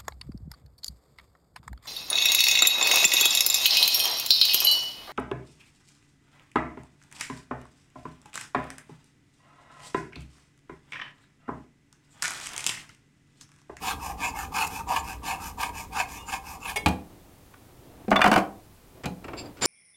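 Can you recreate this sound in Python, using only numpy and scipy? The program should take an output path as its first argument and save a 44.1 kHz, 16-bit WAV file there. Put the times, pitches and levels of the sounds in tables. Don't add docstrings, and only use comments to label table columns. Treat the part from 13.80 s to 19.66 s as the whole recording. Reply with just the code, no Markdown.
import sys
import numpy as np
from scipy import signal
from scipy.fft import rfft, irfft, next_fast_len
from scipy.io import wavfile
from scipy.ndimage import uniform_filter1d

SR = 44100
rng = np.random.default_rng(int(sys.argv[2]) if len(sys.argv) > 2 else 0)


def to_wav(sig):
    pcm = np.clip(np.atleast_2d(sig), -1, 1) * 32767
    pcm = np.round(pcm).astype(np.int16)
    wavfile.write(sys.argv[1], SR, pcm.T)


N = 258426

# (start [s], speeding up [s], slowing down [s],
# low body ring [dB], upper body ring [dB], tooth hiss [dB])
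STROKES = [(-0.015, 0.11, 0.07, -31, -29, -34.5), (0.163, 0.091, 0.13, -35, -42, -41),
           (0.358, 0.099, 0.078, -31.5, -31, -38.5), (0.51, 0.09, 0.11, -37, -39.5, -42),
           (0.706, 0.087, 0.11, -27.5, -26.5, -34.5), (0.86, 0.087, 0.11, -38, -39.5, -41),
           (1.058, 0.084, 0.09, -27, -30.5, -36.5), (1.2, 0.1, 0.092, -40.5, -42.5, -42),
           (1.414, 0.073, 0.11, -31, -31, -37.5), (1.56, 0.09, 0.1, -37.5, -40.5, -40),
           (1.763, 0.063, 0.1, -31.0, -31, -39.0), (1.9, 0.095, 0.092, -41.5, -43, -42.5),
           (2.095, 0.11, 0.052, -31, -31, -38.5), (2.245, 0.081, 0.17, -43, -45, -44.5),
           (2.434, 0.11, 0.053, -34.0, -32, -40), (2.599, 0.1, 0.11, -42.5, -44.5, -44.5),
           (2.782, 0.12, 0.057, -36.0, -34, -41.5)]
# (frequency [Hz], width [Hz], relative level [dB])
BODY_LOW_PEAKS = [(774.3, 54, 1), (895, 91, 3), (944, 73, 2.5), (1012, 51, -1), (1040, 137, -2.5),
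                  (1209, 120, -4)]
BODY_HIGH_PEAKS = [(1598, 71, -7.5), (1770, 38, -9.5), (2165, 24, -3), (2500, 198, -5), (2625, 117, -2),
                   (2940, 146, -14.5)]
# (frequency [Hz], width [Hz], relative level [dB])
BLADE_PUSH_PEAKS = [(3450, 390, -0.5), (4360, 150, 2), (4820, 620, -4), (7170, 240, 3), (9030, 300, -12),
                    (10740, 210, -0.5), (13030, 430, -3.5)]
# (frequency [Hz], width [Hz], relative level [dB])
BLADE_PULL_PEAKS = [(3400, 150, 2), (5110, 390, 11), (6020, 390, 4), (6940, 270, 11), (9030, 140, -1),
                    (10850, 110, -29), (12950, 620, 8.5)]
# (frequency [Hz], relative level per Hz [dB])
RASP_SPECTRUM = [(290, -43), (500, 8), (639, -32), (879, -11), (1640, 7), (2000, 5.5), (2560, -0.5),
                 (3320, -17), (8890, -13.5), (15800, -24)]
# (time [s], strength [dB])
SNAGS = [(0.026, -31), (0.244, -32), (0.417, -34), (0.752, -30), (0.868, -21.5), (1.087, -33), (1.461, -32),
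         (1.808, -22.5), (2.129, -36), (2.894, -25)]
# (time [s], boom [dB], rattle [dB])
BENCH_SHAKE = [(0.0, -44, -48), (1.3, -44.5, -50), (2.8, -49, -54.5), (2.98, -41, -50), (3.06, -50, -49)]
# (frequency [Hz], width [Hz], relative level [dB])
BENCH_PEAKS = [(53.7, 33.4, 6.5), (68.5, 57, 4.5)]
# (frequency [Hz], width [Hz], relative level [dB])
PANEL_PEAKS = [(173, 24.3, 3), (283, 51, 0), (445, 61, -3), (570, 290, -15.5)]
# (frequency [Hz], relative level per Hz [dB])
AIR_SPECTRUM = [(12, -17), (20, -8), (33, -8), (116, -8.5), (145, -12), (497, -21), (657, -24), (776, -22),
                (1600, -29.5), (5640, -34.5), (15800, -34.5)]
# (frequency [Hz], t60 [s])
SHOP_T60 = [(100, 0.34), (400, 0.52), (1500, 0.28), (5000, 0.23), (12000, 0.28)]
# (time [s], level [dB], frequency [Hz], held [s], t60 [s])
PINGS = [(2.228, -38, 2165, 0.011, 0.082), (2.375, -53, 3560, .04, .05), (2.385, -52, 2840, .06, .05),
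         (2.96, -25, 2197, 0.015, 0.12), (2.972, -34, 4880, 0.0054, 0.053),
         (4.36, -19, 3484, 0.0079, 0.046), (4.418, -23.5, 3500, 0.0069, 0.061),
         (5.575, -46, 4680, 0.04, 0.08), (5.655, -45, 4760, 0.0066, 0.036), (5.82, -24, 7150, 0.022, 0.045)]
# (time [s], strength [dB], bass [dB], treble [dB], contact [ms])
FRAME_BLOWS = [(2.959, -14, 0.5, -1.5, 16.5)]
# (frequency [Hz], relative level [dB], t60 [s])
FRAME_MODES = [(421, -10, 0.15), (840, -2.5, 0.041), (1280, -15.5, 0.15), (1778, -10, 0.13),
               (2370, -3.5, 0.066), (2810, -10, 0.15), (3300, -13, 0.14), (3570, -13, 0.1),
               (3980, -21, .25), (4830, -18, .11), (5960, -13, 0.063), (6870, -15, .09), (7480, -21, 0.053),
               (8720, -9, .05), (9100, -13, 0.08), (10900, -15.5, .05)]
# (time [s], strength [dB], bass [dB], treble [dB], contact [ms])
VISE_BLOWS = [(3.06, -8.5, 4.9, -3, 4), (3.082, -27.5, 10, 11.5, 6.7), (5.24, -27, 2.6, -21, 8.5),
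              (5.257, -19, 11.3, 3, 1.3)]
# (frequency [Hz], relative level [dB], t60 [s])
VISE_MODES = [(73.4, -4, 0.28), (123, -11.5, 0.25), (181.4, -1.5, 0.32), (254, -10, 0.41), (299, -8, 0.16),
              (504, -17, 0.31), (834, -1.5, 0.13), (1164, -8.5, 0.092), (1670, -11.5, 0.13),
              (2220, -14, 0.042), (2400, -4.5, 0.07), (2800, -6, 0.035), (3520, -14.5, 0.025),
              (4000, -12, 0.17), (5470, -19, 0.11), (8100, -21, .06), (11600, -24, 0.044)]
# (time [s], level [dB])
HANDLING_LEVELS = [
    [(3.3, -53), (3.55, -60), (3.8, -61), (4.26, -48.5)],
    [(4.8, -77), (5.03, -66.5), (5.22, -48)],
    [(5.33, -75), (5.41, -53), (5.458, -45), (5.67, -39), (5.75, -54.5), (5.8, -45), (5.86, -55)],
]
# (frequency [Hz], relative level per Hz [dB])
RUSTLE_SPECTRUM = [(35, -25), (60, -3), (224, -11), (282, -1.5), (422, -10.5), (702, -13), (1320, -24.5),
                   (4000, -35.5), (5200, -67), (8800, -120)]
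# (time [s], strength [dB], bass [dB], treble [dB], contact [ms])
DROP_BLOWS = [(3.739, -40, -31, -1, 4.9), (4.281, -16.5, 19.5, -4, 4.4), (4.306, -22, 11, 16.5, 2.6),
              (4.315, -0.5, -3.5, -8, 1.2), (4.325, -9.5, 2.5, -9, 6.7), (4.358, -6.5, -14, -7, 7.2),
              (4.364, -9.5, -3, -1, 1.8), (4.392, -11, 1, -5.5, 2.5), (4.407, -14, -4, -3, 2.7),
              (4.416, -1, -31, -3, 2.2), (4.442, -0.5, -3, -0.5, 2.3), (4.455, -11, -6, -1, 9.4),
              (4.462, -5, -5, -4, 3.8), (4.475, -10, 9, 4.5, 8.8), (4.515, -5.5, 4.5, 6, 3.6),
              (4.527, -10.5, -2, -1, 9), (4.539, -7.5, -7, 5, 2.4), (4.56, -4.5, 0.5, 0.5, 5.4),
              (4.576, -11, 5.5, 2.5, 8.6), (4.586, -20, -2, 3, 6.5), (4.599, -21.5, 3, -1, 5)]
# (frequency [Hz], relative level [dB], t60 [s])
BENCHTOP_MODES = [(55, -11, 0.12), (164.8, -10, 0.19), (197.5, -0.5, 0.17), (292, -1.5, 0.094),
                  (410, -4.5, 0.08), (535, -3, 0.063), (644, -1, 0.041), (726, 5.5, 0.064),
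                  (894, -1, 0.056), (1120, 2, 0.044), (1550, -0.5, 0.022), (1895, -6, 0.031),
                  (1980, -8.5, 0.039), (2300, -5.5, 0.067), (2900, -9, 0.07), (3410, -17.5, .05),
                  (4750, -18.5, 0.043), (5850, -23.5, 0.061), (7900, -24.5, .03)]
# (time [s], strength [dB], bass [dB], treble [dB], contact [ms])
HANDLE_BLOWS = [(5.235, -29.5, -1, -10, 8.9), (5.442, -29.5, -3, -16, 7.9), (5.481, -25.5, -3, -22.5, 7.3),
                (5.533, -26.5, -8, -25, 5.2), (5.769, -41, -21, -14, 23), (5.854, -6, 18, 16, 7.5)]
# (frequency [Hz], relative level [dB], t60 [s])
HANDLE_MODES = [(345, 5, 0.069), (723, 2.5, 0.04), (1330, -2, 0.056), (2280, -3, 0.073),
                (2670, -0.5, 0.031), (3660, -8.5, 0.023), (4350, -0.5, 0.041), (4750, -0.5, 0.029),
                (5130, 1, 0.079), (7550, -7, 0.05), (7410, 3.5, 0.084), (9900, -20, 0.11),
                (10500, -16, 0.092), (12700, -32, 0.065), (15000, -24, .06)]
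# (start [s], swell [s], fade [s], ring [dB], crunch [dB])
SLIDES = [(5.562, 0.02, 0.054, -39, -48), (5.645, 0.015, 0.026, -54.5, -65), (5.806, 0.02, 0.71, -28, -26)]

TEETH_PER_S = 1200
PUSH_STEEP, PULL_STEEP = (1.49, 3.43, 1.88), (1.5, 3.14, 2.9)
SLIDE_STEEP = 2.4
PUSH_BOOM_DB, PUSH_RATTLE_DB = -2.5, 2.5
SNAG_BASS_DB, SNAG_TREBLE_DB, SNAG_CONTACT_MS = -8, -6.5, 11
AIR_DB = -54
EDGE_HZ, CEILING = 15950, 0.62


def gain_of(db):
    return 10 ** (np.asarray(db) / 20)


def evened(x):
    return x / np.sqrt(np.mean(x ** 2) + 1e-20)


def read(points, hz):
    f_hz, value = np.transpose(points)
    return np.interp(np.log(hz + 1), np.log(f_hz + 1), value)


def add(mix, start_s, sound):
    part = mix[round(start_s * SR):][:len(sound)]
    part += sound[:len(part)]


def level(tables, column=1):
    t_s, gain = np.arange(N) / SR, np.zeros(N)
    for rows in tables:
        rows = np.array(rows)
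        db = np.interp(t_s, rows[:, 0], rows[:, column], -200, -200)
        gain = np.maximum(gain, gain_of(db))
    return uniform_filter1d(gain, 200)


def colour(x, points):
    size = next_fast_len(len(x))
    gain = gain_of(read(points, np.fft.rfftfreq(size, 1 / SR)))
    return evened(irfft(rfft(x, size) * gain, size)[:len(x)])


def ring(x, peaks, shift_db=0):
    out = np.zeros(len(x))
    for k, (hz, width_hz, db) in enumerate(peaks):
        drive = x * wander(24.96, shift_db) if shift_db else x
        b, a = signal.iirpeak(hz, hz / max(width_hz, 5), SR)
        out += (-1) ** k * gain_of(db) * signal.lfilter(b, a, drive)
    return evened(out)


def grit(per_s, spread_db):
    size = gain_of(spread_db * np.minimum(rng.exponential(1, N), 4))
    size = size * rng.choice([-1., 1.], N)
    return evened(size * (rng.random(N) < per_s / SR))


def wander(per_s, depth_db):
    knots = np.arange(0, N + SR, SR / per_s)
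    gains = gain_of(depth_db * rng.standard_normal(N // 200)[:len(knots)])
    return np.interp(np.arange(N), knots, gains)


def speed(start_s, rise_s, fall_s):
    u_s = np.arange(N) / SR - start_s
    ramp = np.minimum(u_s / rise_s, 1 + (rise_s - u_s) / fall_s)
    return np.sin(np.pi / 2 * np.clip(ramp, 0, 1))


def strokes_speed(strokes):
    return sum(speed(*row[:3]) for row in strokes)


def stroke_level(layer):
    steep = [PUSH_STEEP[layer], PULL_STEEP[layer]]
    power = np.zeros(N)
    for k, row in enumerate(STROKES):
        power += (gain_of(row[3 + layer]) * speed(*row[:3]) ** steep[k % 2]) ** 2
    return np.sqrt(power)


def saw():
    teeth = grit(TEETH_PER_S, 2.4) * wander(90, 2.2)
    rasp = colour(teeth + 0.97 * rng.standard_normal(N), RASP_SPECTRUM)
    low = ring(ring(teeth, [(900, 1400, 0)]), BODY_LOW_PEAKS, 2.9)
    high = evened(ring(teeth, BODY_HIGH_PEAKS, 4.9) + gain_of(-12) * rasp)
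    highpass = signal.butter(3, 3200, "high", fs=SR, output="sos")
    hiss = evened(signal.sosfilt(highpass, rasp))
    pulling = strokes_speed(STROKES[1::2]) > strokes_speed(STROKES[::2])
    back = uniform_filter1d(pulling * 1., 800)
    blade = (1 - back) * ring(hiss, BLADE_PUSH_PEAKS, 4.8) + back * ring(hiss, BLADE_PULL_PEAKS, 2.2)
    top = evened(blade + 0.8 * hiss)
    return low * stroke_level(0) + high * stroke_level(1) + top * stroke_level(2)


def bench():
    shove = rng.standard_normal(N) * wander(13, 0.79)
    boom = ring(ring(shove, BENCH_PEAKS), [(60, 130, 0)])
    rattle = ring(grit(600, 3.24), PANEL_PEAKS)
    lean = strokes_speed(STROKES[::2])
    boom = boom * level([BENCH_SHAKE]) * gain_of(PUSH_BOOM_DB * lean)
    return boom + rattle * level([BENCH_SHAKE], column=2) * gain_of(PUSH_RATTLE_DB * lean)


def room_tone():
    return gain_of(AIR_DB) * colour(rng.standard_normal(N), AIR_SPECTRUM)


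def shop_echoes(x):
    taps = np.zeros(SR)
    at = np.arange(300, SR - 20, 20)
    taps[at + rng.integers(0, 20, len(at))] = rng.choice([-1., 1.], len(at))
    hz, t_s, z = signal.stft(taps, SR, nperseg=256)
    decay = gain_of(-60 * t_s / read(SHOP_T60, hz)[:, None])
    tail = signal.istft(z * decay, SR, nperseg=256)[1]
    return signal.fftconvolve(x, tail / np.linalg.norm(tail))[:N]


def strikes(blows, modes, crack_db, crack_t60_s, scatter_db, detune):
    out, t_s = np.zeros(N), np.arange(SR // 3) / SR
    hz, db, t60_s = (c[:, None] for c in np.transpose(modes))
    for start_s, peak_db, bass_db, treble_db, contact_ms in blows:
        place, bend = rng.standard_normal(hz.shape), rng.standard_normal(hz.shape)
        noise = rng.standard_normal(SR // 4)
        contact_s = max(contact_ms, 1) / 1000
        tilt = [(150, bass_db), (450, bass_db), (1000, 0.0098), (2600, 0.13 * treble_db),
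                (5000, treble_db), (12000, 1.3 * treble_db)]
        strength_db = db + read(tilt, hz)
        rise = 1 - np.exp(-t_s / (0.18 * contact_s + 0.81 / hz))
        envelope = rise * gain_of(strength_db + scatter_db * place - 60 * t_s / t60_s)
        phase = 2 * np.pi * (hz * (1 + detune * bend) * t_s + bend)
        tones = (envelope * np.sin(phase)).sum(0) / np.linalg.norm(gain_of(strength_db))
        spectrum = [(0.6 * hz[0, 0], -40), *zip(hz[:, 0], strength_db[:, 0]),
                    (20000, strength_db[-1, 0] - 15)]
        f_hz, frame_s, z = signal.stft(colour(noise, spectrum), SR, nperseg=128, noverlap=96)
        haste = (np.maximum(f_hz, 300)[:, None] / 1000) ** 0.66
        fade_db = -60 * np.maximum(frame_s - contact_s, 0) / crack_t60_s * haste
        crack = signal.istft(z * gain_of(crack_db + fade_db), SR, nperseg=128, noverlap=96)[1]
        crack = crack[:len(noise)] * np.minimum(t_s[:len(noise)] / 0.00045, 1)
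        add(out, start_s, gain_of(peak_db) * 0.53 * tones)
        add(out, start_s, gain_of(peak_db) * 0.28 * crack)
    return out


def snags():
    modes = [(hz, db, 0.99 / width_hz) for hz, width_hz, db in BODY_LOW_PEAKS + BODY_HIGH_PEAKS]
    modes += [(5030, 7.3, 0.024), (12100, 6.3, 0.011)]
    blows = [(s, db, SNAG_BASS_DB, SNAG_TREBLE_DB, SNAG_CONTACT_MS) for s, db in SNAGS]
    return strikes(blows, modes, -5, 0.025, 2.8, 0.018)


def pings():
    out, t_s = np.zeros(N), np.arange(SR // 3) / SR
    for start_s, db, hz, held_s, t60_s in PINGS:
        decay = gain_of(db - 60 * np.maximum(t_s - held_s, 0) / t60_s)
        tone = np.sin(2 * np.pi * (hz * t_s + rng.random()))
        add(out, start_s, np.minimum(t_s / 0.0061, 1) * decay * tone)
    return out


def frame_blow():
    return strikes(FRAME_BLOWS, FRAME_MODES, -4.5, 0.08, 0.62, 0.001)


def vise_blows():
    return strikes(VISE_BLOWS, VISE_MODES, 4.35, 0.12, 1.5, 0.0173)


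def handling():
    return colour(grit(4000, 1.4) * wander(23, 1.2), RUSTLE_SPECTRUM) * level(HANDLING_LEVELS)


def saw_laid_down():
    return strikes(DROP_BLOWS, BENCHTOP_MODES, 1.3, 0.046, 2.7, 0.04)


def handle_taps():
    return strikes(HANDLE_BLOWS, HANDLE_MODES, -0.96, 0.093, 2.2, 0.012)


def handle_slides():
    peaks = [(hz, 5.4 / t60_s, db) for hz, db, t60_s in HANDLE_MODES[3:]]
    slips = grit(3000, 2.1) * wander(41, 2.3)
    crunch = colour(slips, [(150, 0.5), (1200, 1.0), (5000, -6.0), (9000, -12.5), (16000, -34)])
    bar = ring(slips, peaks, 1.4)
    out = np.zeros(N)
    for start_s, swell_s, fade_s, ring_db, crunch_db in SLIDES:
        rub = gain_of(ring_db) * bar + gain_of(crunch_db) * crunch
        out += speed(start_s, swell_s, fade_s) ** SLIDE_STEEP * rub
    return out


def scene():
    rubs = saw() + snags() + pings() + handle_slides()
    blows = frame_blow() + vise_blows() + saw_laid_down() + handle_taps()
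    echoes = shop_echoes(gain_of(-10.0) * blows + gain_of(-10.5) * rubs)
    return (blows + rubs + echoes + bench() + handling() + room_tone())[None]


def record(dry):
    rounded = CEILING * np.tanh(dry / CEILING)
    lowpass = signal.firwin(2047, EDGE_HZ, window=("kaiser", 9), fs=SR)
    return signal.oaconvolve(rounded, lowpass[None], "same")


dry = scene()
out = record(dry)
to_wav(out)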